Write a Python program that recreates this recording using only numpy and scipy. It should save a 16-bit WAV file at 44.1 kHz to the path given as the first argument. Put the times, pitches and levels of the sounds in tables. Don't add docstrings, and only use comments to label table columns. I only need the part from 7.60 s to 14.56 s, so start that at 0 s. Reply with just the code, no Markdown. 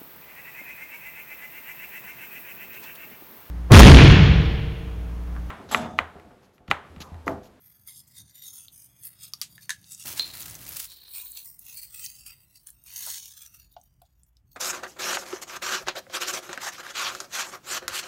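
import sys
import numpy as np
from scipy import signal
from scipy.fft import rfft, irfft
from scipy.io import wavfile
from scipy.ndimage import uniform_filter1d

SR = 44100
rng = np.random.default_rng(int(sys.argv[2]) if len(sys.argv) > 2 else 0)


def to_wav(s):
    ch = np.atleast_2d(s).T
    pcm = np.round(np.clip(ch, -1, 1) * 32767)
    wavfile.write(sys.argv[1], SR, pcm.astype(np.int16))


N = 306933

GLOVE_BANDS = [1400, 2650, 4600, 7700, 12600]
GLOVE_BALANCE = [-18.5, -11, -5.5, -1.3, 0]
# t/s, level at 6-10 kHz/dB, extra body/dB per octave below, extra top/dB, patchiness/0-1
RUSTLE_AND_HISS = [(0, -69, 5, 15, 0.6), (.25, -71.5, 1, 3, 0.81), (.8, -60.5, -0.5, -6.5, 1),
                   (1.3, -68.5, 3.5, 4.5, 0.76), (2.2, -66, 3.5, -0.5, 0.71), (2.44, -45.5, -4, -9, 0.38),
                   (2.46, -44.5, 4, 1, 0.18), (3.24, -45, 3, 4, 0), (3.4, -71.5, -9, 7, 1),
                   (3.55, -53.5, -20, 7.5, 0.96), (3.95, -59, -0.5, 7, 1), (3.98, -70, 0, 6, 1),
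                   (4.0, -61.5, -3, 11, 0.8), (4.07, -54.5, 0.5, 5, 0.93), (4.5, -51, 0, -1.5, 1),
                   (4.72, -61, 0.5, -1.5, 1), (4.88, -72.5, 3, 6.5, 1), (5.24, -71.5, 2.5, 9, 0.8),
                   (5.29, -50.5, 3, 2, 0.44), (5.48, -31.5, 0.5, 1.5, 0.41), (5.68, -46.5, -1.5, -4.5, .6),
                   (5.99, -60, 3.5, 0.5, 1), (6.08, -77.5, 3, 2, 0.95), (6.96, -93.5, 2, 1, 1)]
# t at full level/s, rise/s, hold/s, level at 6-10 kHz/dB,
# extra body/dB per octave below, extra top/dB, ring f/Hz, ring offset/dB
CRUMPLES = [(.055, .02, 0.022, -71, 0, 14, 13500, -4), (.15, .03, 0.046, -77, 6, 5, 13500, -2),
            (0.284, 0.025, .01, -46.5, 2, 2, 2117, -13), (0.363, .05, 0.031, -50.5, -2.5, -1, 5100, -10.5),
            (0.478, 0.046, .01, -63.5, -4, 3, 6470, -8), (0.581, 0.067, .02, -48, -1.5, -1.5, 3670, -8),
            (.68, 0.036, 0.011, -61.5, -1, -6, 3640, -7), (0.748, 0.023, .04, -58, 0, -2, 3700, -2.5),
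            (0.831, 0.062, 0.038, -44.5, -2, -3.5, 3700, -10), (0.932, .04, 0.04, -52, -0.5, 2, 6700, -8),
            (0.984, .04, 0.022, -51, 0, -1, 9300, 0), (1.125, .02, 0.13, -57.5, -3, 2, 9300, 0),
            (1.44, .06, 0.023, -49.5, -1.5, 9.5, 1790, -16),
            (1.631, 0.058, 0.015, -43.5, -0.5, 3, 4970, -9.5),
            (1.913, 0.055, .05, -61, -0.5, 4, 4700, -5.5), (2.03, 0.043, 0.0076, -52, -1.5, -4, 4500, -5.5),
            (2.314, 0.073, 0.024, -43, -2, -2, 7800, -7.5), (2.401, .02, 0.026, -41, -3, -9, 2800, -14),
            (2.465, 0.03, 0.053, -36, 2.5, 1.5, 6200, -11.5), (2.577, .04, 0.024, -37, 2, -2.5, 7000, -12),
            (2.757, .04, 0.072, -48.5, 4.5, 7, 7000, -11), (3.087, .02, 0.032, -41.5, 3, 2.5, 12500, -8),
            (3.175, 0.034, 0.055, -35.5, 0.5, 2, 9600, -15), (3.304, .03, 0.03, -49, -2.5, 0, 5400, -10),
            (3.545, 0.026, 0.056, -47, 1, 0, 2490, -5), (3.615, 0.018, 0.022, -53.5, -0.5, -3, 1000, -16),
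            (3.769, .01, 0.011, -43.5, 1.5, 2, 4430, -7), (3.84, 0.033, 0.045, -56, 1.5, 5, 8600, -2),
            (4.082, .02, 0.055, -58.5, -2, 2, 2600, -4.5), (4.174, .01, 0.016, -46, -0.5, -1, 4500, -6.5),
            (4.346, .02, 0.09, -46.5, -1.5, 1, 2600, -12.5), (4.44, .04, 0.038, -45.5, 0, -1, 2595, -12.5),
            (4.667, .03, 0.039, -51, 4, 2, 2580, -5), (4.965, 0.055, 0.008, -53, -2.5, -4.5, 4590, -7.5),
            (5.067, .01, 0.024, -56.5, 2.5, 2.5, 9400, -3), (5.275, .02, .03, -56, -2, 1, 2500, -4.5),
            (5.366, .04, 0.034, -39.5, -7, 3, 6500, -9), (5.65, .02, .01, -46, -7, 2, 2880, -11),
            (5.814, .03, 0.022, -52, 1, 0, 2480, -11), (6.116, 0.011, .02, -70, 1.5, 8.5, 3740, -1.5),
            (6.232, .02, 0.044, -78.5, 1.5, 0.5, 13000, 1), (6.449, .03, 0.015, -75, 0.5, -0.5, 3490, -5),
            (6.587, 0.043, .02, -80, 2.5, 5, 11450, -2), (6.666, .01, .01, -79, -2, 7, 11300, 0),
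            (6.917, .04, 0.016, -70, -6.5, 7.5, 4400, -5)]
def band_levels():
    t = np.arange(0, N, 64) / SR
    octaves_below = np.maximum(np.log2(GLOVE_BANDS[3] / np.array(GLOVE_BANDS)), 0)[:, None]
    is_top = (np.arange(5) == 4)[:, None]
    widths_hz = np.array([1000, 1500, 2500, 4000, 5800])
    db, body, top_db, _ = curves(RUSTLE_AND_HISS)[:, ::64]
    power = undb(2 * (db + body * octaves_below + top_db * is_top))
    for s, rise, hold, db, body, top_db, _, _ in CRUMPLES:
        power += undb(2 * (db + crumple_db(t, s, rise, hold) + body * octaves_below + top_db * is_top))
    density = 10 * np.log10(power / widths_hz[:, None]) + np.array(GLOVE_BALANCE)[:, None]
    return np.array([np.interp(np.arange(N) / SR, t, row) for row in density])


def crumple_db(t, s, rise, hold, rise_db=25.5, release_db_per_s=350):
    return -rise_db * np.maximum(s - t, 0) / rise - release_db_per_s * np.maximum(t - s - hold, 0)


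def patch_rings(film):
    out = np.zeros(N)
    for s, rise, hold, db, _, _, hz, ring_db in CRUMPLES:
        i = np.arange(max(int((s - .15) * SR), 0), min(int((s + .35) * SR), N))
        envelope = undb(db + ring_db + crumple_db(i / SR, s, rise, hold))
        out[i] += envelope * unit(band(film[i], hz, 0.065 * hz))
    return out


# [(f/Hz, width/Hz, level/dB)]
GRIPS = [(0, [(2010, 50, -2), (3550, 68, -3.5), (4900, 150, -6), (6460, 240, 1), (8480, 170, -12),
         (9200, 400, 3), (10570, 290, -0.5), (12100, 250, -7.5), (13300, 490, 5.5), (14800, 76, -18.5)]),
         (2.45, [(2600, 46, -5.5), (4510, 290, -0.5), (5280, 270, -9.5), (6350, 160, -4), (8500, 330, 1.5),
         (9850, 240, -9.5), (10940, 220, -3.5), (11300, 51, -16.5), (13000, 230, -10), (14600, 150, 6),
         (15270, 200, 1)]), (5.2, [(2830, 80, -4), (3550, 80, -3.5), (4500, 240, -1), (5700, 260, -3),
         (6470, 240, 2.5), (8800, 130, -2), (9400, 360, -13), (12200, 82, -7.5), (14000, 200, -2),
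         (14700, 340, 2)])]
# t/s, share/0-1
SEPARATION = [(0, 0.47), (2.4, 0.4), (3.3, 0.57), (4.7, 0.47), (5.3, .4), (5.62, 0.3), (5.8, 0.88),
              (6.96, 1)]
def glove_rustle_and_hiss(density, swish=0.84, patchy_db=9.5, flicker_db=1.94, grip_depth=0.69):
    patchiness = curves(RUSTLE_AND_HISS)[-1]
    apart = curves(SEPARATION)[0]
    dense = unit(swish + grains(per_s=880, spread_db=3.5, most_db=23, grain_s=0.00062))
    sparse = unit(0.6 + grains(per_s=110, spread_db=12, most_db=6.6, grain_s=0.0029))
    film = (np.sqrt(1 - apart) * dense + np.sqrt(apart) * sparse) / 1.475 * rng.standard_normal(N)
    grip = np.searchsorted([s for s, _ in GRIPS[1:]], np.arange(N) / SR)
    flicker = flicker_db * walk(40)
    out = np.zeros(N)
    for hz in np.arange(1000, 16000, 340):
        place = np.interp(np.log(hz), np.log(GLOVE_BANDS), np.arange(5))
        k = min(int(place), 3)
        db = density[k] + (place - k) * (density[k + 1] - density[k])
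        db -= 8 * max(np.log2(GLOVE_BANDS[0] / hz), 0)
        peak_db = [max(top - 6 * ((hz - f) / max(width, 300)) ** 2 for f, width, top in peaks)
                   for _, peaks in GRIPS]
        grip_db = np.maximum(peak_db, -12) + 8
        patch_db = grip_depth * grip_db[grip] + patchy_db * np.tanh(1.5 * walk(7))
        out += undb(db + patchiness * patch_db + flicker) * band(film, hz, 226.7)
    return out * np.sqrt(SR / 2) * undb(-1.5) + patch_rings(film)


# t/s, peak level/dB, f/Hz
CREASES = [(0.2747, -31, 12800), (0.5816, -40, 9610), (1.0826, -34, 3770), (1.178, -39, 10500),
           (1.4351, -34, 9600), (1.633, -31, 7950), (2.2144, -49, 12200), (2.2419, -44.5, 4460),
           (2.3201, -27.5, 7940), (2.3476, -30, 7480), (2.397, -31, 7760), (2.7985, -30, 11700),
           (2.8241, -26.5, 7120), (2.8977, -30, 9000), (2.9523, -27.5, 7420), (3.052, -37, 7190),
           (3.0906, -24, 12800), (3.162, -31, 12400), (3.2005, -27, 12800), (3.7184, -32, 9600),
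           (3.7728, -32.5, 4370), (3.9921, -33, 12000), (4.0526, -41, 8500), (4.1714, -29, 10700),
           (4.217, -33, 11200), (4.4613, -25.5, 5350), (5.0707, -28.5, 9600), (5.103, -34.5, 10100),
           (5.2382, -42.5, 12000), (5.2703, -37, 8600), (5.338, -33.5, 11400), (5.3598, -30.5, 6500),
           (5.4642, -24, 11200), (5.5142, -27.5, 11800), (5.657, -34, 5900), (5.8197, -35, 8900),
           (6.126, -50, 12600), (6.2133, -45, 7240), (6.2377, -49, 13000), (6.4182, -49.5, 12040),
           (6.6333, -46, 8970), (6.7685, -49.5, 4760), (6.917, -54.5, 4410)]
def crease_snaps(density, small_count=60, spread_db=2.5, edge_db=-10.5):
    out = np.zeros(N)
    when, size, pitch = rng.random((small_count, 3)).T
    local_db = density[3, (when * N).astype(int)] + 10 * np.log10(4000)
    small_db = local_db + 2 - spread_db * np.log(1 - size)
    small = zip(when * N / SR, small_db, 4000 * 3 ** pitch)
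    for s, db, hz in [*CREASES, *small]:
        tick = crack(0.013)[:2048]
        body = band(tick, hz, 0.37 * hz)
        edge = band(tick, 12500, 6000)
        add(out, s, undb(db) * (body / np.abs(body).max() + undb(edge_db) * edge / np.abs(edge).max()))
    return out


# t/s, level/dB, ring offset/dB, crack offset/dB, rattle offset/dB
CAP_CLICKS = [(1.736, -12.5, -2.5, -26, -33), (1.815, -21.5, 11, -33, -1)]
# f/Hz, level/dB, t60/s
CAP_MODES = [(1196, 1.5, .04), (2550, -12, 0.023), (4730, -1, 0.033), (5480, 9.5, 0.0058),
             (6900, -23, 0.011), (10400, 8, 0.0045), (13500, -2, 0.017)]
def cap_clicks():
    return impacts(CAP_CLICKS, CAP_MODES)


# t/s, level/dB, ring offset/dB, crack offset/dB, rattle offset/dB
BOTTLE_KNOCKS = [(1.98, -42.5, 12.5, -1.1, -16), (2.094, -4, -5.5, -0.6, -19),
                 (2.105, -4.5, -2.5, -0.61, -25)]
# f/Hz, level/dB, t60/s
BOTTLE_MODES = [(1050, -3, 0.037), (1572, -12, .08), (1684, -5.5, 0.18), (1762, 5, 0.065), (3220, -19, .03),
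                (3700, -7, 0.015), (6350, -4.5, 0.0099), (7700, -9, 0.0046), (10200, -14, .01)]
def bottle_knocks():
    return impacts(BOTTLE_KNOCKS, BOTTLE_MODES)


def impacts(hits, modes, rattle_t60_s=0.13):
    out = np.zeros(N)
    for s, db, ring_db, crack_db, rattle_db in hits:
        add(out, s, undb(db + ring_db) * ring(modes, length_s=.4))
        add(out, s, undb(db + crack_db) * band(crack(0.0038), 3900, 9500))
        add(out, s, undb(db + rattle_db) * band(crack(rattle_t60_s), 4500, 9400))
    return band(out, 9390, 13530)


# t/s, peak level/dB
SPOON_CLINKS = [(2.596, -11), (2.6042, -21.5)]
# f/Hz, level/dB, t60/s
DISH_MODES = [(3000, -21, .05), (3245, -39, .06), (3488, -15.5, 0.065), (3760, -5, .07), (3830, -11, .05),
              (3870, -3.5, .08), (4054, 9.5, .08), (3630, -2.5, 0.15), (4083, 11, 0.12), (4164, 6.5, .2),
              (4320, 0, .12), (4500, -15.5, .12), (4410, -10, .09), (4619, -10, 0.068)]
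def spoon_on_dish(shiver_db=-42.5, hold_s=0.073, fall_db_per_s=107, scrape_db=-54, scrape_s=(3.28, 3.8)):
    out = np.zeros(N)
    for s, db in SPOON_CLINKS:
        add(out, s, undb(db) * ring(DISH_MODES, length_s=.6))
        add(out, s, undb(db - 18.5) * band(crack(.004), 4000, 6500))
    friction = (0.32 + grains(per_s=300, spread_db=3, most_db=14, grain_s=.003)) * rng.standard_normal(N)
    dish_colour = ring(DISH_MODES, length_s=.0015, scatter_db=0.906, rough=0)
    rubbing = unit(signal.fftconvolve(friction, dish_colour)[:N])
    t = np.arange(N) / SR
    since = t - SPOON_CLINKS[0][0]
    shiver = (since > 0) * undb(shiver_db - fall_db_per_s * np.maximum(since - hold_s, 0))
    inside_s = np.minimum(t - scrape_s[0], scrape_s[1] - t)
    scrape = undb(scrape_db) * np.clip(inside_s / .07 + 1, 0, 1) ** 2
    return out + (shiver + scrape) * rubbing


def bottle_squeeze(at_s=5.475, db=-46.5):
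    t = np.arange(N) / SR - at_s
    swell = np.exp(np.where(t < 0, t / 0.0078, -t / 0.016))
    dull_noise = unit(band(band(rng.standard_normal(N), 1040, 1080), 1100, 1150))
    return undb(db) * swell * dull_noise


# t/s, base level/dB, f/Hz, t60/s
BUBBLES = [(6.164, -39.5, 729, 0.043), (6.416, -51, 719, 0.044), (6.953, -57.5, 791, 0.042)]
def sauce_glugs():
    out, t = np.zeros(N), np.arange(8192) / SR
    for s, db, hz, t60 in BUBBLES:
        phase = 2 * np.pi * hz * t * (1 - 0.35 * t)
        tone = np.sin(phase) + undb(-17) * np.sin(1.496 * phase) + undb(-19) * np.sin(2 * phase)
        envelope = np.minimum(t / 0.0031, 1) ** 2 * undb(-60 * t / t60)
        murmur = band(band(crack(0.16), hz, 280), hz, 293)
        tick = band(band(crack(0.039), 3800, 3400), 3860, 2740)
        add(out, s, undb(db + 6) * tone * envelope + undb(db + 13) * murmur + undb(db + 1) * tick)
    return out


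def tile_reflections(near, t60_s=0.099, db=-11):
    t = np.arange(SR // 2) / SR
    tail = rng.standard_normal(len(t)) * undb(-60 * t / t60_s) * (t > .004)
    return undb(db) * signal.fftconvolve(near, tail / np.sqrt(np.sum(tail ** 2)))[:N]


# t/s, rumble level/dB, wash base level/dB, deep band level/dB
BACKGROUND_LEVELS = [(0, -65.5, -81.5, -86), (1.38, -68.5, -78.5, -80), (1.94, -67, -75.5, -83),
                     (2.44, -67.5, -82, -84), (2.455, -51, -51, -65), (2.64, -55, -59, -67),
                     (3.18, -58.5, -58.5, -62), (3.31, -75, -85.5, -67.5), (4.41, -68, -76, -69),
                     (4.93, -71, -83, -69.5), (6.96, -72, -87, -65)]
# f/Hz, relative level/dB
RUMBLE_SPECTRUM = [(41, -38), (70, 2), (118, 5), (169, -2), (242, -16.5), (290, -10), (321, -27),
                   (400, -17.5), (520, -52.5), (880, -120)]
# f/Hz, width/Hz, level against the rumble/dB
HUM_TONES = [(125.1, 12, -7), (189, 18, -15.5), (223, 3, -17.5), (289, 2, -18.5)]
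# f/Hz, relative level/dB
WASH_SPECTRUM = [(120, -40.5), (200, -2.5), (221, -1.5), (373, -1), (457, -8), (548, -3.5), (744, -3.5),
                 (3000, -12.5), (3900, -34), (6600, -120)]
def background_and_rush(hiss_db=-92):
    rumble_db, wash_db, deep_db = curves(BACKGROUND_LEVELS)
    rumble = coloured(RUMBLE_SPECTRUM)
    hum = sum(undb(db) * unit(band(rng.standard_normal(N), hz, width)) for hz, width, db in HUM_TONES)
    deep = undb(deep_db) * unit(band(band(rng.standard_normal(N), 58, 30), 58, 30))
    hiss = undb(hiss_db) * unit(band(rng.standard_normal(N), 10000, 13000))
    rumble_gain = undb(rumble_db + 2.5 * walk(12))
    wash = undb(wash_db + 1.5) * coloured(WASH_SPECTRUM)
    return rumble_gain * (rumble + hum) + wash + deep + hiss


# t/s, firing f/Hz, level/dB
ENGINE_RUN = [(1.3, 25.6, -91), (1.7, 27.22, -73.5), (2.0, 28, -69.5), (2.43, 28.2, -71), (2.47, 28.3, -96)]
# multiple of the firing rate, relative level/dB
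ENGINE_HARMONICS = [(4, -.1), (5, -1.5), (6, -.2), (7, -5)]
def far_engine():
    hz, db = curves(ENGINE_RUN)
    phase = 2 * np.pi * np.cumsum(hz) / SR
    drone = sum(undb(level + 1.5 * walk(6)) * np.sin(k * phase + 6 * rng.random())
                for k, level in ENGINE_HARMONICS)
    return undb(db) * np.sqrt(2) * drone


def grains(per_s, spread_db, most_db, grain_s):
    onsets = rng.random(N) < per_s / SR
    sizes = undb(np.minimum(spread_db * rng.exponential(size=N), most_db))
    age = np.arange(1024) / SR / grain_s
    return unit(signal.fftconvolve(onsets * sizes, (1 - np.exp(-6 * age)) * np.exp(-age))[:N])


def ring(modes, length_s, scatter_db=1.0, rough=.35):
    t = np.arange(int(length_s * SR)) / SR
    hz, db, t60 = np.transpose(modes)[:, :, None]
    gain = undb(db + scatter_db * rng.standard_normal(hz.shape))
    waver = 1 + rough * unit(uniform_filter1d(rng.standard_normal((len(hz), len(t))), size=200))
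    out = (gain * waver * np.sin(2 * np.pi * hz * t) * undb(-60 * t / t60)).sum(axis=0)
    return out / np.abs(out).max()


def crack(t60_s):
    t = np.arange(8192) / SR
    return rng.uniform(-1, 1, len(t)) * np.minimum(t / .0004, 1) * undb(-60 * t / t60_s)


def coloured(spectrum):
    hz, db = np.transpose(spectrum)
    f = np.arange(N // 2 + 1) * SR / N + 1
    gain = undb(np.interp(np.log(f), np.log(hz), db, right=-90))
    return unit(irfft(rfft(rng.standard_normal(N)) * gain, N))


def walk(per_s):
    hold = int(SR / per_s)
    levels = rng.standard_normal(N // 100)[:N // hold + 1]
    return uniform_filter1d(np.repeat(levels, hold), hold // 2)[:N]


def band(x, hz, width_hz):
    edges = np.clip([hz - width_hz / 2, hz + width_hz / 2], 10, SR / 2 - 100)
    return signal.sosfilt(signal.butter(2, edges, "band", fs=SR, output="sos"), x)


def curves(table):
    s, *columns = np.transpose(table)
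    return np.array([np.interp(np.arange(N) / SR, s, c) for c in columns])


def add(out, s, sound):
    i = int(s * SR)
    out[i:i + len(sound)] += sound[:N - i]


def undb(db):
    return 10 ** (np.asarray(db) / 20)


def unit(x):
    return x / np.sqrt(np.mean(x ** 2))


def scene():
    density = band_levels()
    near = crease_snaps(density) + cap_clicks() + bottle_knocks() + spoon_on_dish() + sauce_glugs()
    foreground = near + tile_reflections(near) + glove_rustle_and_hiss(density) + bottle_squeeze()
    return (foreground + background_and_rush() + far_engine())[None]


def record(dry):
    return signal.sosfilt(signal.ellip(10, .2, 70, 15950, fs=SR, output="sos"), dry)


dry = scene()
out = record(dry)
to_wav(out)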